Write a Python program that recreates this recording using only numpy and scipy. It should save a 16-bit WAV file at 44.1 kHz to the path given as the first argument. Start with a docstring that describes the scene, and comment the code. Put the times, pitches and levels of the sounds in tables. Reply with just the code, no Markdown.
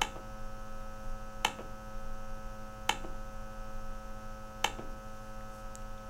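"""From the start a small motor hums and buzzes over mains hum, air hiss and a deep rumble.
Almost at once a fingertip, close by, presses a dome button of a small plastic instrument: the dome
snaps down with a sharp click, a small room rings briefly, and the dome comes back with a soft
double knock. The hand rustles faintly and three more presses follow, about 1.5 s apart.
At the end the hand rustles away and a few thin ticks sound."""
import sys
import numpy as np
from scipy import signal
from scipy.fft import rfft, irfft, next_fast_len
from scipy.io import wavfile

SR = 44100
rng = np.random.default_rng(int(sys.argv[2]) if len(sys.argv) > 2 else 0)


def dump_mix(stems):
    """Bounce the given channels to the path in sys.argv[1] as a 16-bit WAV at rate SR."""
    frames = np.atleast_2d(stems).T  # one column per channel
    limited = np.clip(frames, -1, 1)  # hard clip at full scale
    pcm = np.round(limited * 32767).astype(np.int16)
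    wavfile.write(sys.argv[1], SR, pcm)


N = 268613
MOTOR_HZ, MAINS_HZ, BEATING_HZ = 107.61, 59.93, 109.55

# the motor's strongest partials: (harmonic number, level [dB])
MOTOR_PEAKS = [(1, -58.5), (2, -56), (5, -54.5), (7, -59.5), (12, -54.5), (14, -62.5)]
# envelopes of its other partials, low, middle and high: (frequency [Hz], level [dB])
MOTOR_HUM = [(320, -71), (1076, -67), (1184, -72.5), (1390, -67), (1720, -71)]
MOTOR_WHINE = [(1830, -80.5), (1950, -76.5), (2360, -87.5), (2470, -75), (3120, -78)]
MOTOR_BUZZ = [(3200, -101), (3550, -84.5), (4000, -98.5), (4800, -84), (5100, -96), (5400, -82.5),
              (6400, -83), (6800, -88), (8500, -97)]
# mains hum, and a faint hum that beats against the motor: (harmonic number, level [dB])
MAINS_PARTIALS = [(1, -65), (2, -63), (6, -77.5), (8, -72), (14, -77), (20, -76.5)]
BEATING_PARTIALS = [(6, -85), (7, -71.5), (8, -78.5)]
# moving air, and the rumble of the building: (frequency [Hz], spectral density [dB per Hz])
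AIR_SPECTRUM = [(130, -86), (230, -88), (400, -94), (650, -94.5), (950, -93), (1500, -97.5), (1900, -104),
                (3000, -104.5), (3600, -106), (5050, -106), (5400, -100.5), (5800, -103.5), (6250, -100.5),
                (6600, -104.5), (7600, -108), (11000, -110.7), (16000, -111)]
RUMBLE_SPECTRUM = [(4, -76), (10, -71.5), (17, -49.5), (27, -60), (36, -62.5), (50, -74), (80, -79),
                   (120, -89), (250, -115), (1000, -160)]
# the dome lands: (time [s], level [dB])
DOME_LANDINGS = [(0.01748, -0.8), (1.44927, 0.4), (2.89433, 0.3), (4.64503, 0.0)]
# the dome buckling just before it lands: (frequency [Hz], gain [dB])
BUCKLE_SPECTRUM = [(200, -14.5), (700, -4.5), (1600, -4), (4200, -8), (5100, -14.5), (6400, -1.5),
                   (7700, -19), (8600, -12.5), (12000, -13.5), (16000, -21)]
# modes of the plastic case: (frequency [Hz], half-width [Hz], gain [dB])
CASE_MODES = [(356, 20, 7), (564, 60, -10), (836, 152, 16.5), (1169, 86, 9), (1620, 590, 7),
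              (2250, 330, 7.5), (2736, 180, 10.5), (3000, 180, 13.5), (3690, 350, 0.5), (5500, 430, -4.5),
              (6370, 330, 2), (7300, 460, 0.5), (8950, 900, -24), (10800, 680, -15.5)]
# the button knocking on its stop: (frequency [Hz], gain [dB])
KNOCK_SPECTRUM = [(60, -13), (170, 3.5), (350, 1.5), (500, -4), (720, 0.5), (1200, -26.5), (2500, -44),
                  (10000, -78)]
# early reflections from the walls: (delay [s], gain [dB])
WALL_ECHOES = [(0.0096, -28), (0.0105, -20.5), (0.015, -18.5), (0.018, -16), (0.0322, -20)]
# decay of the room's tail: (frequency [Hz], reverberation time [s])
TAIL_T60 = [(150, 0.85), (400, 0.4), (850, 0.27), (1400, 0.28), (2900, 0.31), (4000, 0.25), (7500, 0.32),
            (15000, 0.2)]
# colour of that tail: (frequency [Hz], gain [dB])
TAIL_SPECTRUM = [(120, -2), (350, 1.5), (850, -10), (1500, -5.5), (2200, -11.5), (2750, -6), (3100, -19),
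                 (3500, -3), (4200, -5.5), (6200, -12), (7500, -6), (11000, -7.5), (15000, -24)]
# the dome returns: (time [s], spring level [dB], knock level [dB])
DOME_RETURNS = [(0.1584, -11.5, -2.5), (1.5878, -6, -7), (3.0408, -12, -0.5), (4.788, -9.5, 0)]
# the dome springing back: (frequency [Hz], gain [dB])
SPRING_SPECTRUM = [(80, -4.5), (300, 2), (800, 2.5), (1300, -4), (2000, -16), (3000, -13), (4500, -33),
                   (12000, -53)]
# hand and sleeve move: (centre time [s], half-length [s], gain [dB])
HAND_MOVES = [(1.06, 0.07, -8), (5.251, 0.24, -8), (5.573, 0.06, -1)]
# their friction: (frequency [Hz], spectral density [dB per Hz])
FRICTION_SPECTRUM = [(1500, -125), (4000, -108), (8000, -103), (11000, -107), (16000, -120)]
# stray ticks: (time [s], frequency [Hz], half-width [Hz], ring level [dB], crack level [dB])
STRAY_TICKS = [(5.409, 1560, 300, -11.5, -46), (5.7546, 7260, 1000, -8, -22.5),
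               (5.8210, 3000, 500, -25, -40), (5.9800, 3500, 220, -20, -46)]


def gain_of(db):
    """Amplitude ratio: tenfold for every 20 dB."""
    return 10 ** (np.asarray(db) / 20)


def curve(points, hz):
    """Linear interpolation of a table on a logarithmic frequency axis."""
    table_hz, value = np.transpose(points)
    return np.interp(np.log(hz + 1), np.log(table_hz + 1), value)


def add(mix, s, sound):
    """Superposition: a sound joins the mix at time s."""
    part = mix[max(round(s * SR), 0):][:len(sound)]
    part += sound[:len(part)]


def bins(size=4096):
    """Frequencies of the discrete Fourier transform, in Hz."""
    return np.fft.rfftfreq(size, 1 / SR)


def drift(rate_hz):
    """Random modulation: low-passed noise of unit variance."""
    size = next_fast_len(N)
    x = irfft(rfft(rng.standard_normal(size)) / (1 + (bins(size) / rate_hz) ** 4), size)[:N]
    return x / x.std()


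def hum(hz, partials, wander, flutter_db, groups=6):
    """A harmonic series, slightly modulated: in frequency as a whole, in amplitude by groups."""
    cycles = np.cumsum(hz * (1 + wander * drift(1.29))) / SR
    flutter = [gain_of(flutter_db * drift(4.0)) for _ in range(groups)]
    tones = (gain_of(db) * flutter[i % groups] * np.sin(2 * np.pi * (round(k) * cycles + rng.random()))
             for i, (k, db) in enumerate(partials))
    return np.sqrt(2) * sum(tones)


def motor(knee_hz=1780, even_db=-3.0, uneven_db=0.5):
    """Periodic rotation radiates harmonics: a hum, above the knee a mainly odd whine, then a buzz."""
    low, high = np.arange(1, 30), np.arange(30, 80)
    hz = low * MOTOR_HZ
    whine_db = curve(MOTOR_WHINE, hz) + even_db * (low % 2 == 0)
    low_db = np.where(hz < knee_hz, curve(MOTOR_HUM, hz), whine_db)
    for k, db in MOTOR_PEAKS:
        low_db[round(k) - 1] = db
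    scatter_db = uneven_db * rng.uniform(-np.sqrt(3), np.sqrt(3), len(high))
    buzz_db = curve(MOTOR_BUZZ, high * MOTOR_HZ) + scatter_db
    partials = zip(np.r_[low, high], np.r_[low_db, buzz_db])
    return hum(MOTOR_HZ, partials, wander=0.000292, flutter_db=0.5)


def noise(spectrum):
    """Stationary noise: white noise filtered to the given spectral density."""
    size = next_fast_len(N)
    shaped = rfft(rng.standard_normal(size)) * gain_of(curve(spectrum, bins(size)))
    return irfft(shaped, size)[:N] * np.sqrt(SR / 2)


def impulse_response(gain):
    """Minimum phase: the causal ring that a sharp blow leaves in a body of this frequency response."""
    log_gain = np.log(np.maximum(np.r_[gain, gain[-2:0:-1]], 1e-5))
    return np.fft.ifft(np.exp(np.conj(signal.hilbert(log_gain)))).real


def resonances(modes):
    """Damped modes add in power to give a body's frequency response."""
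    peaks = (gain_of(db) / (1 + ((bins() - hz) / width) ** 2) for hz, width, db in modes)
    return np.sqrt(sum(peak ** 2 for peak in peaks))


def diffuse(size=1024, passes=4):
    """Spectral whitening: one second of random-phase noise in which no pitch stands out."""
    x = rng.standard_normal(SR + 2 * size)
    for _ in range(passes):
        spectra = signal.stft(x, nperseg=size)[2]
        x = signal.istft(np.exp(1j * np.angle(spectra)))[1]
    return x[size:size + SR] / x.std()


def presses(lead_s=0.0025, chatter_s=0.0019, buckle_db=-0.5, stop_s=0.00544):
    """Snap-through buckling: the dome chatters, lands and rings the case; the button hits its stop."""
    out, t = np.zeros(N), np.arange(128) / SR
    # group delay: the upper modes of the case answer later than the lower ones
    lag_s = np.interp(bins(), [2500, 6000], [0, 0.0004])
    dispersion = np.exp(-2j * np.pi * np.cumsum(lag_s) * bins()[1])
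    ring = irfft(rfft(impulse_response(resonances(CASE_MODES))) * dispersion)[:1024]
    buckling = impulse_response(gain_of(curve(BUCKLE_SPECTRUM, bins()) + buckle_db))
    knock = impulse_response(gain_of(curve(KNOCK_SPECTRUM, bins())))
    for s, db in DOME_LANDINGS:
        chatter = diffuse(size=64)[:len(t)] * np.exp(-t / chatter_s)
        chatter /= np.linalg.norm(chatter)
        add(out, s - lead_s, gain_of(db) * np.convolve(chatter, buckling))
        add(out, s, gain_of(db) * bench(ring))
        add(out, s + stop_s, gain_of(db) * knock)
    return out


def room(x, onset_s=0.0011, build_s=0.00046):
    """Reverberation: early wall reflections and a diffuse tail, each band decaying at its own rate."""
    hz, t, spectra = signal.stft(diffuse(), SR, nperseg=256)
    decay = np.log(1000) / np.maximum(curve(TAIL_T60, hz), 0.02)[:, None]
    unit_energy = np.sqrt(2 * decay / SR)
    colour = gain_of(curve(TAIL_SPECTRUM, hz))[:, None]
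    response = signal.istft(spectra * unit_energy * np.exp(-decay * t) * colour, SR)[1]
    age_s = np.maximum(np.arange(len(response)) / SR - onset_s, 0)
    response *= 1 - np.exp(-age_s / build_s)
    for s, db in WALL_ECHOES:
        add(response, s, gain_of([db]))
    return signal.fftconvolve(x, response)[:N]


def bench(x, delay_s=0.002277, reflection=0.66):
    """Specular reflection: the hard bench top adds a delayed, weaker copy."""
    out = x.copy()
    add(out, delay_s, reflection * x)
    return out


def releases(travel_s=0.00658, pop=0.97, rattle=0.061, rattle_s=0.023):
    """Elastic recoil: the finger-damped dome pops back and rattles; the button hits its stop."""
    out, t = np.zeros(N), np.arange(2048) / SR
    spring = impulse_response(gain_of(curve(SPRING_SPECTRUM, bins())))
    knock = impulse_response(gain_of(curve(KNOCK_SPECTRUM, bins())))
    for s, spring_db, knock_db in DOME_RETURNS:
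        force = rattle * rng.standard_normal(len(t)) * np.exp(-t / rattle_s)
        force[0] = -pop
        add(out, s, gain_of(spring_db) * signal.fftconvolve(force, spring))
        add(out, s + travel_s, gain_of(knock_db) * knock)
    return out


def rustles(grain_db=1.5):
    """Sliding friction: hand and sleeve make grainy noise in soft Gaussian swells."""
    t = np.arange(N) / SR
    swell = sum(gain_of(db) * np.exp(-((t - s) / half_s) ** 2) for s, half_s, db in HAND_MOVES)
    return swell * gain_of(grain_db * drift(80)) * noise(FRICTION_SPECTRUM)


def ticks(crack_hz=6500, crack_width_hz=5500):
    """Impulse excitation: each tick is one briefly ringing mode and a faint broadband crack."""
    out = np.zeros(N)
    for s, hz, width, ring_db, crack_db in STRAY_TICKS:
        modes = [(hz, width, ring_db), (crack_hz, crack_width_hz, crack_db)]
        add(out, s, impulse_response(resonances(modes)))
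    return out


def scene(tick_send_db=-9.0):
    """Superposition: buttons and ticks excite the room, over dry rustles, hums and noise."""
    buttons, ticking = presses() + releases(), ticks()
    clicks = buttons + ticking + room(buttons + gain_of(tick_send_db) * ticking)
    mains = hum(MAINS_HZ, MAINS_PARTIALS, wander=0.0001, flutter_db=0.8)
    beating = hum(BEATING_HZ, BEATING_PARTIALS, wander=0.0005, flutter_db=1.0)
    mix = clicks + rustles() + motor() + mains + beating + noise(AIR_SPECTRUM) + noise(RUMBLE_SPECTRUM)
    return mix[None]


def record(dry, cutoff_hz=16000):
    """Band limiting: a zero-phase low-pass filter removes the highest treble."""
    low_pass = signal.firwin(401, cutoff_hz, window=("kaiser", 9), fs=SR)
    return signal.filtfilt(low_pass, 1, dry)


dry = scene()
out = record(dry)
dump_mix(out)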